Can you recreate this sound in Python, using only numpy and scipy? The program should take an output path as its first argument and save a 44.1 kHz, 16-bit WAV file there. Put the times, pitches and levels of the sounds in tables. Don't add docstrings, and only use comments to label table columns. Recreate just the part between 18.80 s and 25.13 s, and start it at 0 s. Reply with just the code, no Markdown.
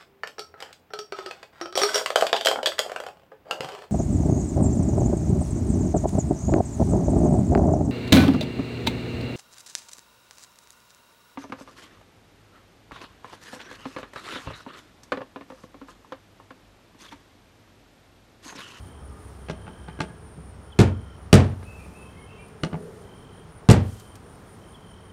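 import sys
import numpy as np
from scipy import signal
from scipy.fft import rfft, irfft, next_fast_len
from scipy.io import wavfile

SR = 44100
rng = np.random.default_rng(int(sys.argv[2]) if len(sys.argv) > 2 else 0)


def put_to_file(sound):
    columns = np.atleast_2d(sound).T
    safe = np.clip(columns, -1, 1)
    whole_steps = np.round(safe * 32767)
    wavfile.write(sys.argv[1], SR, whole_steps.astype(np.int16))


N = 279020
TIME = np.arange(N) / SR
RING = TIME[:SR * 3 // 4]


def undb(db):
    return 10 ** (np.asarray(db) / 20)


def unit(x):
    return x / np.sqrt(np.mean(x ** 2))


def unit_attack(x):
    return x / np.sqrt(np.mean(x[:int(.015 * SR)] ** 2))


def fade(t60):
    return np.exp(-np.log(1000) * RING / t60)


def add(out, s, x):
    i = int(s * SR)
    out[i:i + len(x)] += x[:len(out) - i]


def equalise(x, points, tilt_db=0):
    size = next_fast_len(len(x) // 2 + 2048, real=True) * 2
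    octave = np.log2(np.maximum(np.arange(size // 2 + 1) * SR / size, 1) / 1000)
    hz, db = np.transpose(points)
    gain = undb(np.interp(octave, np.log2(hz / 1000), db) + tilt_db * np.clip(octave, -2, 3))
    cepstrum = irfft(np.log(gain))[:size // 2]
    cepstrum[1:] *= 2
    return irfft(rfft(x, size) * np.exp(rfft(cepstrum, size)))[:len(x)]


def band(hz, width_hz):
    size = next_fast_len(N, real=True)
    f = np.arange(size // 2 + 1) * SR / size
    return unit(irfft(rfft(rng.standard_normal(size)) / (1 + (2 * (f - hz) / width_hz) ** 2))[:N])


def drift(rate):
    knots = rng.standard_normal(4096)
    return np.interp(TIME * rate, np.arange(len(knots)), knots)


def modes(table):
    return np.array([undb(db) * fade(t60) * np.sin(2 * np.pi * hz * RING) for hz, db, t60 in table])


def strike(bank, push_s):
    ring = undb(.7 * rng.standard_normal(len(bank))) @ bank
    push = np.sin(np.pi * np.minimum(RING / push_s, 1))
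    return unit_attack(signal.fftconvolve(ring, push)[:len(RING)])


def whistles(notes, db, waver_share, arch_share=0.0149):
    out, waver, flutter = np.zeros(N), drift(200), drift(62)
    for s, length, middle_hz, glide_hz in notes:
        progress = np.linspace(0, 1, int(length * SR))
        arch = middle_hz * (1 - arch_share * (2 * progress - 1) ** 2) + glide_hz * (progress - .5)
        hz = arch * (1 + waver_share * waver[int(s * SR):][:len(progress)])
        envelope = np.sqrt(np.abs(np.sin(np.pi * progress)))
        add(out, s, envelope * np.sin(2 * np.pi * np.cumsum(hz) / SR))
    return out * undb(db + 2 * flutter)


# (delay [s], level [dB])
WALL_ECHOES = [(.033, -15), (.08, -24), (.097, -26)]
def yard(x, wet_db, t60=0.65, dull_hz=1800):
    dull = signal.sosfilt(signal.butter(1, dull_hz, fs=SR, output="sos"), x)
    tail = rng.standard_normal(len(RING)) * fade(t60)
    out = x + undb(wet_db) * signal.fftconvolve(dull, tail / np.linalg.norm(tail))[:N]
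    for delay, db in WALL_ECHOES:
        add(out, delay, undb(db) * dull)
    return out


# (frequency [Hz], relative level [dB])
AIR_EQ = [(15, -109), (25, 4.5), (70, -6), (113, -4.5), (179, -3), (298, -10.5), (435, -10.5), (498, -13),
          (1240, -16.5), (2650, -29.5), (3190, -29.5), (3860, -33.5), (7770, -39.5), (9140, -41.5),
          (15700, -50)]
def air(db=-47):
    return unit(equalise(rng.standard_normal(N), AIR_EQ)) * undb(db + .5 * drift(1.95))


# (time [s], level [dB])
ENGINE_FADER = [(0, -42), (.6, -49), (2.8, -47), (3.5, -57), (6.3, -68)]
def traffic(road_db=-54, tyre_db=-60.5, pass_db=-44, pass_s=4.066, pass_half_s=0.097):
    engine = undb(np.interp(TIME, *np.transpose(ENGINE_FADER)))
    rumble = np.hypot(engine * undb(-4), undb(road_db))
    passing = undb(pass_db) / np.hypot(1, (TIME - pass_s) / pass_half_s)
    tyres = np.hypot(undb(tyre_db), passing)
    return engine * band(66.4, 6.3) + rumble * band(92, 35) + tyres * band(431, 92)


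# (start [s], length [s], middle pitch [Hz], glide [Hz])
WHINE_NOTES = [(.1, 0.33, 1240, -54), (.7, 0.68, 1640, 108), (1.8, .75, 1360, -69), (3.2, .42, 1073, 25)]
def far_whines():
    return whistles(WHINE_NOTES, db=-63.5, waver_share=0.0248)


# (start [s], length [s], middle pitch [Hz], glide [Hz])
SONG_NOTES = [(2.847, 0.13, 2640, 158), (2.984, 0.068, 2430, -140), (3.13, 0.13, 2610, 121),
              (3.328, .12, 2160, 9), (3.465, .087, 2700, 137), (3.573, 0.071, 2370, 220)]
def songbird():
    return whistles(SONG_NOTES, db=-55, waver_share=0.024)


# (start [s], length [s], middle pitch [Hz], glide [Hz])
CHIP_NOTES = [(1.918, 0.021, 3248, -450), (5.94, 0.025, 3260, -300)]
def chipping_bird():
    return whistles(CHIP_NOTES, db=-47, waver_share=0.015)


def high_insects(throb_rate=5.1, high_hz=9250, bend_hz=130, db=-66, stop_s=1.79):
    phase = 2 * np.pi * np.cumsum(throb_rate * (1 + .12 * drift(3))) / SR
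    bend = bend_hz * (np.sin(phase + 0.64) + drift(12))
    shifter = np.exp(2j * np.pi * np.cumsum(bend) / SR)
    buzz = np.real(signal.hilbert(band(high_hz, 620)) * shifter)
    throbbing = undb(db + 3.8 * np.sin(phase) + 1.5 * drift(6) + 2 * drift(120)) * buzz
    steady = undb(db + 2 * drift(117)) * band(9200, 910) * np.clip((stop_s - TIME) / 0.11, 0, 1)
    lower = undb(-78 + 3.5 * drift(40)) * band(5430, 300.4)
    return throbbing + steady + lower


# (start [s], end [s])
TRILL_GATES = [(-.1, .22), (.6, 1.3), (1.85, 2.36), (3.2, 3.63), (4.2, 4.64), (4.93, 5.34), (5.78, 6.4)]
def cricket(pitch_hz=3130, stroke_rate=47, db=-56):
    stroke = np.cumsum(stroke_rate * (1 + 0.074 * drift(2.5))) / SR % 1
    gate = sum(np.clip((TIME - start) / 0.071, 0, 1) * np.clip((end - TIME) / 0.0042, 0, 1)
               for start, end in TRILL_GATES)
    hz = pitch_hz * (1 + .11 * (.5 - stroke) + .015 * drift(400))
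    pulse = np.sin(np.pi * stroke) ** 4 * undb(2 * drift(40))
    return undb(db) * gate * pulse * np.sin(2 * np.pi * np.cumsum(hz) / SR)


# (peak time [s], half length [s], level [dB])
CLOTH_SWELLS = [(0.052, 0.066, -64), (0.494, 0.18, -65.5), (3.007, 0.34, -63.5), (4.105, .26, -65),
                (5.13, .13, -56.5), (5.703, 0.4, -67)]
# (time [s], level [dB])
CLOTH_TICKS = [(3.682, -59), (5.198, -49), (5.355, -47.5)]
# (frequency [Hz], relative level [dB])
CLOTH_EQ = [(500, -18), (2000, -3), (5000, -0.5), (9000, -1.5), (14000, -6.5), (16000, -20)]
def jacket(grain_db=1, tick_t60=0.043):
    envelope = sum(undb(db) * np.exp(-((TIME - s) / half) ** 2) for s, half, db in CLOTH_SWELLS)
    for s, db in CLOTH_TICKS:
        add(envelope, s, undb(db) * fade(tick_t60))
    return envelope * unit(equalise(rng.standard_normal(N), CLOTH_EQ) * undb(grain_db * drift(280)))


# (frequency [Hz], relative level [dB])
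GEAR_EQ = [(40, -29), (100, 19), (200, 4.5), (400, 3.5), (700, 2), (1100, -4.5), (2000, -8), (4000, -17),
           (8500, -28), (11500, -68), (16000, -50)]
def gear_rattle(t60, impact_rate=1100, build_s=0.011, buzz=0.25, split_hz=1100):
    impacts = (rng.random(len(RING)) < impact_rate / SR) + buzz
    chatter = unit(equalise(impacts * rng.standard_normal(len(RING)), GEAR_EQ))
    body = signal.sosfiltfilt(signal.butter(1, split_hz, fs=SR, output="sos"), chatter)
    treble = chatter - body
    attack = 1 - np.exp(-RING / build_s)
    return attack * (body * fade(t60) + treble * fade(t60 * 0.8)) / np.max(attack * fade(t60))


# (frequency [Hz], relative level [dB], decay t60 [s])
PIPE_MODES = [(635.5, -6, 0.29), (736, -6, 0.13), (872, 7.5, 0.07), (980, 8, 0.021), (1197, 9, 0.025),
              (1454, 9, 0.018), (1604, 4, 0.042), (1895, -10, 0.035), (2090, 0, 0.022), (2630, -12, 0.024),
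              (2924, -3, 0.035), (3430, -55, 0.015), (3950, -10, 0.052), (4240, 4.5, 0.007),
              (5720, 2, 0.022)]
# (frequency [Hz], relative level [dB])
PLASTIC_EQ = [(40, -44), (160, 8.5), (400, 8.5), (800, -7), (1500, -9), (2500, -9.5), (4500, -19.5),
              (8500, -27.5), (11500, -37), (16000, -48)]
def pipe_clack(tilt_db, contact_hz, build_s=0.0023, grain_db=3, tail_db=-20, ring_db=-3):
    grit = undb(grain_db * np.repeat(rng.standard_normal(len(RING)), 48)[:len(RING)])
    attack = 1 - np.exp(-RING / build_s)
    crack = rng.standard_normal(len(RING)) * grit * fade(0.017) * attack
    tail = rng.standard_normal(len(RING)) * undb(tail_db) * fade(.14)
    ring = signal.fftconvolve(crack, modes(PIPE_MODES).sum(axis=0))[:len(RING)]
    plastic = equalise(crack + tail, PLASTIC_EQ, tilt_db)
    clack = unit_attack(plastic) + undb(ring_db) * unit_attack(ring)
    return unit_attack(signal.sosfilt(signal.butter(2, contact_hz, fs=SR, output="sos"), clack))


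# (frequency [Hz], relative level [dB], decay t60 [s])
FRAME_MODES = [(131, -25, 0.18), (165, 8.5, 0.24), (195.9, 0, 0.33), (242, -9.5, 0.4), (302, -15, 0.12),
               (355, -8, 0.24), (426.8, -1.5, 0.17), (520, -13, 0.18)]
def joint_hit(clack_db, thud_db, tilt_db, contact_hz, contacts=1, rebound_db=0, rebound_s=.0115):
    out = undb(thud_db) * strike(modes(FRAME_MODES), push_s=0.0013)
    for k in range(contacts):
        clack = pipe_clack(tilt_db + 3 * k, contact_hz)
        add(out, k * rebound_s, undb(clack_db + k * rebound_db) * clack)
    return out


# (time [s], clack level [dB], contact cut-off [Hz], thud level [dB],
# slip lead [s], slip level re the seating hit [dB])
FITTING_CUES = [(.697, -31.5, 7500, -34, .012, -8.5), (0.877, -41, 2480, -43, 0.01, -5.5),
                (1.083, -39, 2350, -38, 0.0041, -13), (1.2034, -25, 8300, -26, 0.014, -13),
                (1.578, -55, 556, -38, 0.0043, -14), (2.829, -46, 3980, -41, .003, -7),
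                (3.06, -48, 905, -42, 0.00264, -11), (3.8338, -24.5, 7840, -23.5, 0.0014, -32),
                (3.941, -33.5, 1480, -28, 0.012, -2.5)]
def fittings():
    out = np.zeros(N)
    for s, clack_db, contact_hz, thud_db, lead_s, slip_db in FITTING_CUES:
        slip = joint_hit(clack_db + slip_db, thud_db + slip_db, tilt_db=1, contact_hz=2670)
        seat = joint_hit(clack_db, thud_db, tilt_db=1, contact_hz=contact_hz, contacts=2, rebound_db=-11.5)
        add(out, s - lead_s, slip)
        add(out, s, seat)
    return out


# (frequency [Hz], relative level [dB], decay t60 [s])
HULL_MODES = [(64.84, -18.5, 0.53), (91.4, -6.5, 0.45), (109, -7, 0.47), (119.5, 4, 0.055),
              (136.4, -4.5, 0.32), (167.2, -14, 0.14), (183.7, -4.5, 0.15), (209.2, -10, 0.32),
              (225.8, -9, 0.334), (259.1, -12.5, 0.32), (295.7, -13.5, 0.28), (352.6, -6, 0.22),
              (395, -7, 0.14), (458.8, -8.5, 0.26), (511, -17.5, 0.25), (585, -8, 0.19), (677.5, -10, 0.24)]
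def hull_boom():
    polarity = np.where(np.arange(len(HULL_MODES)) % 3 == 1, 1, -1)
    return strike(modes(HULL_MODES) * polarity[:, None], push_s=0.0019)


# (time [s], boom level [dB], rattle level [dB], rattle t60 [s], clack level [dB],
# change per rebound [dB], thud level [dB])
BLOW_CUES = [(1.9888, -9, -16, 0.26, -22, -6, -24), (2.528, -5.5, -14, 0.36, -12.5, -9, -17.5),
             (4.8883, -6, -13.5, 0.3, -23.5, -.5, -10.5)]
def hand_blows(hull_lag_s=.0022):
    out = np.zeros(N)
    for s, boom_db, rattle_db, rattle_t60, clack_db, rebound_db, thud_db in BLOW_CUES:
        hit = joint_hit(clack_db, thud_db, tilt_db=4, contact_hz=12900, contacts=3, rebound_db=rebound_db)
        body = undb(boom_db) * hull_boom() + undb(rattle_db) * gear_rattle(rattle_t60)
        add(out, s, hit)
        add(out, s + hull_lag_s, body)
    return out


def scene():
    far = songbird() + far_whines()
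    near = cricket() + chipping_bird()
    garden = yard(far, wet_db=7.5) + yard(near, wet_db=-0.5) + high_insects()
    work = yard(fittings() + hand_blows(), wet_db=-16, t60=0.39)
    return (work + garden + jacket() + air() + traffic())[None]


def record(dry, low_cut_hz=45, high_cut_hz=15700):
    lean = signal.sosfilt(signal.butter(3, low_cut_hz, "high", fs=SR, output="sos"), dry)
    clipped = np.clip(lean, -1, 1)
    return signal.sosfilt(signal.ellip(9, .1, 70, high_cut_hz, fs=SR, output="sos"), clipped)


dry = scene()
out = record(dry)
put_to_file(out)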